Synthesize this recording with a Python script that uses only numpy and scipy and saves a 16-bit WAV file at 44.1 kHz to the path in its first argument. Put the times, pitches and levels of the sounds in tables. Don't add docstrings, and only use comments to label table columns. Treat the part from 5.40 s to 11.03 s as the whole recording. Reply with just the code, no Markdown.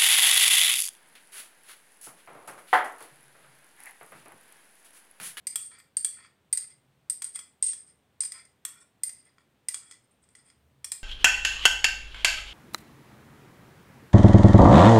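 import sys
import numpy as np
from scipy import signal
from scipy.fft import rfft, irfft
from scipy.io import wavfile

SR = 44100
rng = np.random.default_rng(int(sys.argv[2]) if len(sys.argv) > 2 else 0)


def nominal_scale(level):
    x = np.asarray(level, float) / 20
    return 10 ** x


def file_out(sig):
    cols = np.atleast_2d(sig).T
    lim = np.clip(cols, -1, 1)
    pcm = np.round(lim * 32767).astype(np.int16)
    wavfile.write(sys.argv[1], SR, pcm)


N = 248314

# frequency in Hz, relative spectral density in dB.
HISS_SPECTRUM = [(250, -7.5), (450, 0.5), (900, -4), (1900, -8), (3600, -11), (5100, -19), (7600, -20),
                 (8500, -15), (9300, -21), (11000, -22.5), (15500, -22), (16300, -38.5)]
# frequency in Hz, relative spectral density in dB.
RUMBLE_SPECTRUM = [(15, -54), (25, -38.5), (36, -20.5), (60, -4), (130, 1), (300, -4.5), (450, -12),
                   (700, -57.5)]
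# centre in Hz, width in Hz.
DRONES = [(75, 10), (131, 14)]
# middle in seconds, half length in seconds, rise in dB.
DRONE_SWELLS = [
    [(.01, .1, 17.5), (5.24, .12, 20), (5.55, .2, 16)],
    [(1.46, .18, 15.5), (5.4, .22, 15.5)],
]
HISS_DB, RUMBLE_DB = -73, -73
DRONE_DB = [-89, -87]

# start in seconds, pitch shift of the handle's modes in %.
GRIP = [(0, -2), (.125, -4), (.5, -3.5), (.62, -5), (1.05, -1), (1.77, 0), (2.15, 2), (2.7, 0.4),
        (3.15, 10), (3.55, -0.5), (4.15, 2.5), (4.75, 2), (5.3, 10), (5.48, 2)]
HANDLE_HZ = (4600, 5300)
# frequency in Hz, level in dB when struck by the spoon's tip, by its edge,
# by its back, t60 in seconds before a contact adds damping.
MODES = [(1084, -31.5, -6, -7.5, 0.037), (1360, -16.5, 5.5, -9.5, 0.021), (1854, -7.5, -2, 0.5, 0.033),
         (2009, 7.5, -10.5, -14, 0.045), (2296, -9.5, -3, -4, 0.034), (2420, 1.5, -26.5, 7, 0.038),
         (3346, -18.5, 4, -8, 0.033), (4237, -10, -16.5, -8.5, 0.035), (4440, -9.5, -2, -12, 0.023),
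         (4800, 2, -6.5, -9, 0.05), (5006, 9.5, -10.5, 12, 0.028), (5280, -9, -7, -7, 0.023),
         (6300, -7, -9.5, -1.5, 0.016), (7000, -6, -10.5, -13, 0.023), (7500, -26.5, -20.5, -8, 0.081),
         (7720, -30.5, 4, -7, 0.028), (7973, -27, -5, -2, 0.034), (8315, -15, 0, -6, 0.058),
         (8525, 8, 4, -3, 0.023), (8570, -6.5, -9.5, -9, 0.034), (8807, 8, -2.5, -3.5, 0.043),
         (9160, -26, 6.5, -4, 0.026), (9480, -25.5, -9, -6.5, 0.046), (10800, -9.5, -19.5, -10, .04),
         (11580, -1.5, -2, -11.5, 0.013), (11280, -14, -16, -6, 0.018), (13200, -10.5, -4.5, -1, 0.043),
         (11950, -14.5, 4, -4.5, 0.011), (13600, -3.5, -11.5, -0.5, 0.011), (15300, -13, -17, -14, .03)]
REGIONS_HZ = (2900, 7000, 10200)
# frequency in Hz, t60 in seconds.
KITCHEN_DECAY = [(500, 0.26), (2000, 0.32), (8000, 0.27), (15000, 0.24)]

# start in seconds, level in dB, body modes in dB (a broad contact wakes them more),
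# top modes in dB, place on the spoon (0 tip, 0.5 edge, 1 back).
CLINKS = [(0.069, -15.5, -17.5, -13, 0.063), (.157, -13.5, -15, -7, 0.6), (0.385, -44, -19, -5, 0.99),
          (0.4002, -49.5, 4.5, 0, .5), (.568, -13, -25.5, -20, 0.037), (0.646, -13, -17, -12.5, 0.63),
          (0.8478, -65, 26.5, -10, 0.57), (1.1275, -9.5, -25.5, -15.5, 0.039),
          (1.1734, -14.5, -18.5, -17, 0.19), (1.6977, -11.5, -29, -20, .055),
          (1.8198, -21.5, -7, -11, 0.83), (1.8422, -18.5, -26.5, -24, .11), (1.9574, -26.5, -12, -15, 0.51),
          (1.99, -29.5, -5.5, -13.5, 0.53), (2.2253, -10, -32, -28, .039), (2.241, -19, -40.5, -35, 0.029),
          (2.2621, -20, -42.5, -35.5, .04), (2.3317, -24.5, -15, -22, .77),
          (2.805, -12, -27.5, -36.5, 0.059), (2.819, -20, -25, -42, .044), (2.8342, -27.5, -5, -9, 0.87),
          (2.8505, -20, -25.5, -46, 0.064), (2.9198, -26, -10.5, -12, 0.15),
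          (3.0515, -47.5, -6, -14, 0.087), (3.2504, -19, -9, -4.5, 0.63), (3.634, -14.5, -21, -7.5, 0.02),
          (3.68, -34, -15, -35, 0.11), (3.6934, -28.5, -10.5, -22, 0.23), (3.9823, -63, 21, -10, 0.62),
          (4.2848, -15.5, -14, -10, 0.066), (4.3428, -19, -10.5, -17.5, 0.39),
          (4.511, -34, -5.5, -17.5, 0.41), (4.5219, -42, -4.5, -25, 0.093), (4.8382, -55, -4, -26.5, 0.27),
          (4.8882, -53.5, -9, -18, 0.35), (4.951, -41, -1, -16, 0.25), (5.1004, -48, -1, -21, 0.41),
          (5.444, -19.5, -11, -11.5, 0.9), (5.5179, -15.5, -15.5, -15, 0.93)]
# frequency in Hz, relative spectral density in dB.
CRACK_SPECTRUM = [(290, -67), (500, -32.5), (1640, -20), (2770, -18.5), (3300, -26), (3880, -22.5),
                  (6960, -17.5), (8540, -11.5), (10300, -16.5), (12500, -21), (16500, -44)]
CLINK_MIDDLE_DB, CLINK_MIDDLE_FOLLOWS = 2.5, 0.65

# start in seconds, length in seconds, rasp in dB, body relative to it in dB,
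# place on the spoon (0 tip, 0.5 edge, 1 back).
DRAGS = [(.11, .045, -59, -3, .27), (0.189, .1, -39, -35, 0.29), (.295, 0.12, -57, -1.5, 0.47),
         (0.699, 0.072, -46, -21, .4), (.755, 0.12, -59, 1, .4), (1.2, 0.055, -42, -20, .31),
         (1.285, 0.052, -55, -11, .31), (1.936, 0.048, -43, -11, .23), (2.232, .098, -24.5, -45.5, .03),
         (2.35, .08, -48, -27, .03), (2.459, 0.065, -58.5, -14.5, 0.32), (2.926, 0.1, -51.5, -5, .43),
         (3.3, 0.1, -61, -2, .62), (3.395, 0.04, -55, -8, 0.76), (3.7, 0.13, -54.5, -19.5, 0.21),
         (3.844, 0.058, -67.5, 0, .31), (3.989, 0.035, -76, 6, .56), (4.41, 0.14, -56.5, -9.5, .5),
         (4.63, 0.034, -70.5, -4.5, .1), (4.705, 0.021, -62.5, -30, .22), (4.814, .04, -65.5, -21, .65),
         (4.896, 0.046, -68.5, -25, .65), (4.958, 0.054, -60, -11, .4), (5.045, 0.074, -60.5, -11, .4),
         (5.529, 0.026, -44.5, -12, .73)]
# frequency in Hz, relative spectral density in dB.
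GRIT_SPECTRUM = [(1200, -27), (2500, -6), (5000, -1), (7000, 4.5), (9500, -15), (13000, -25.5)]
GRIT_DB = -20
DRAG_MIDDLE_DB, DRAG_MIDDLE_FOLLOWS = -3.5, 0.56
RASP_FADE_DB_S, RUB_FADE_DB_S = 59.5, 21.5
ROLL, SLIDE = -0.15, 0.023
PRESS_S, SEAT_S, LIFT_S = 0.0066, 0.023, 0.011


def unit(x):
    return x / np.sqrt(np.mean(x ** 2) + 1e-20)


def along(points, hz):
    f, v = np.transpose(points)
    return np.interp(np.log(hz + 1), np.log(f + 1), v)


def coloured(spectrum, size):
    z = rfft(rng.standard_normal(size))
    hz = np.fft.rfftfreq(size, 1 / SR)
    return unit(irfft(z * nominal_scale(along(spectrum, hz)), size))


def room_tone():
    t = np.arange(N) / SR
    low = nominal_scale(RUMBLE_DB) * coloured(RUMBLE_SPECTRUM, N)
    for (hz, width), db, swells in zip(DRONES, DRONE_DB, DRONE_SWELLS):
        shape = [(hz - 3 * width, -50), (hz - width / 2, -3), (hz, 0),
                 (hz + width / 2, -3), (hz + 3 * width, -50)]
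        rise_db = sum(rise * np.exp(-((t - s) / half) ** 2) for s, half, rise in swells)
        low += nominal_scale(db + rise_db) * coloured(shape, N)
    return nominal_scale(HISS_DB) * coloured(HISS_SPECTRUM, N) + low


def regrip(s, hz):
    since, percent = np.transpose(GRIP)
    handle = (hz > HANDLE_HZ[0]) & (hz < HANDLE_HZ[1])
    scatter = 0.006 * rng.standard_normal(len(hz))
    held = max(np.searchsorted(since, s) - 1, 0)
    return 1 + scatter + handle * percent[held] / 100


def ringing(gains, phase, detune, damping):
    hz, t60 = np.transpose(MODES)[[0, 4]]
    t = np.arange(SR // 8)[:, None] / SR
    rise = 1 - np.exp(-t / 0.0008)
    decay = nominal_scale(-60 * damping * t / t60)
    return (decay * rise * np.sin(2 * np.pi * hz * detune * t + phase)) @ gains


def touching(place):
    distance = np.abs(2 * np.clip(place, 0, 1) - np.arange(3)[:, None])
    return np.clip(1 - distance, 0, 1)


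def kitchen(x):
    hz, t, z = signal.stft(rng.standard_normal(SR // 2), SR, nperseg=128)
    decay = nominal_scale(-60 * t / along(KITCHEN_DECAY, hz)[:, None])
    tail = signal.istft(z * decay, SR, nperseg=128)[1]
    tail *= 1 - np.exp(-np.arange(len(tail)) / SR / 0.011)
    return signal.fftconvolve(x, tail / np.linalg.norm(tail))


def clinks():
    out = np.zeros(N + SR)
    hz, *struck_db, _ = np.transpose(MODES)
    t = np.arange(SR // 8) / SR
    oil = np.where(hz < REGIONS_HZ[1], 1.5, 1)
    crack_envelope = nominal_scale(-60 * t / 0.053) * (1 - np.exp(-t / 0.0005))
    for s, db, body_db, top_db, place in CLINKS:
        middle_db = CLINK_MIDDLE_DB + CLINK_MIDDLE_FOLLOWS * body_db
        region_db = np.array([body_db, middle_db, 0, top_db])
        place_db = touching(place)[:, 0] @ struck_db
        mode_db = place_db + region_db[np.searchsorted(REGIONS_HZ, hz)] + rng.normal(0, 2.2, len(hz))
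        phase = rng.uniform(0, 2 * np.pi, len(hz))
        blow = ringing(nominal_scale(mode_db - 10), phase, regrip(s, hz), oil)
        shade = [(f, level + 0.8 * region_db[np.searchsorted(REGIONS_HZ, f)])
                 for f, level in CRACK_SPECTRUM]
        blow += crack_envelope * nominal_scale(-13) * coloured(shade, len(t))
        at, echo = round(s * SR), kitchen(blow)
        out[at:][:len(t)] += nominal_scale(db) * blow
        out[at:][:len(echo)] += nominal_scale(db - 7) * echo
    return out[:N]


def drag():
    hz, *struck_db, _ = np.transpose(MODES)
    region, out = np.searchsorted(REGIONS_HZ, hz), np.zeros(N + SR)
    pressed = np.array([1.2, 1.7, 1, 2.6])[region]
    rise_s = np.array([[PRESS_S], [SEAT_S], [SEAT_S]])
    for s, length, db, body_db, place in DRAGS:
        t = np.arange(0, max(length, 0.01), 1 / SR)
        top = nominal_scale(touching(place)[:, 0] @ [-28, -17, -15])
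        groups = np.transpose([(region == 2) + top * (region == 3), region == 0, region == 1])
        steps = nominal_scale(3 * rng.standard_normal((3, SR // 512)))
        stutter = steps.repeat(256, axis=1)[:, :len(t)]
        rub_db = db - RUB_FADE_DB_S * t
        middle_db = DRAG_MIDDLE_DB + DRAG_MIDDLE_FOLLOWS * body_db
        levels = [db - RASP_FADE_DB_S * t, rub_db + body_db, rub_db + middle_db]
        pressure = nominal_scale(levels) * np.clip(np.minimum(t / rise_s, (length - t) / LIFT_S), 0, 1)
        sound, turn = 0, np.pi / 2 * t / t[-1]
        for share, moved in (np.cos(turn), 0), (np.sin(turn), 1):
            detune = regrip(s, hz) + moved * SLIDE * (region < 2)
            gains = groups * nominal_scale(touching(place + moved * ROLL).T @ struck_db).T
            bodies = ringing(gains, 0, detune, pressed).T
            bodies = bodies / np.linalg.norm(bodies, axis=1, keepdims=True)
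            force = share * pressure * stutter * rng.standard_normal((3, SR // 4))[:, :len(t)]
            sound = sound + signal.fftconvolve(force, bodies, axes=1).sum(axis=0)
        grit = coloured(GRIT_SPECTRUM, SR // 4)[:len(t)]
        sound[:len(t)] += nominal_scale(GRIT_DB) * (pressure * stutter)[0] * grit
        at, echo = round(s * SR), kitchen(sound)
        out[at:][:len(sound)] += nominal_scale(-2.5) * sound
        out[at:][:len(echo)] += nominal_scale(-10) * echo
    return out[:N]


def scene():
    return (room_tone() + clinks() + drag())[None]


def top_cut(x):
    return signal.sosfilt(signal.butter(12, 16710, fs=SR, output="sos"), x)


def record(dry):
    return top_cut(dry)


dry = scene()
out = record(dry)
file_out(out)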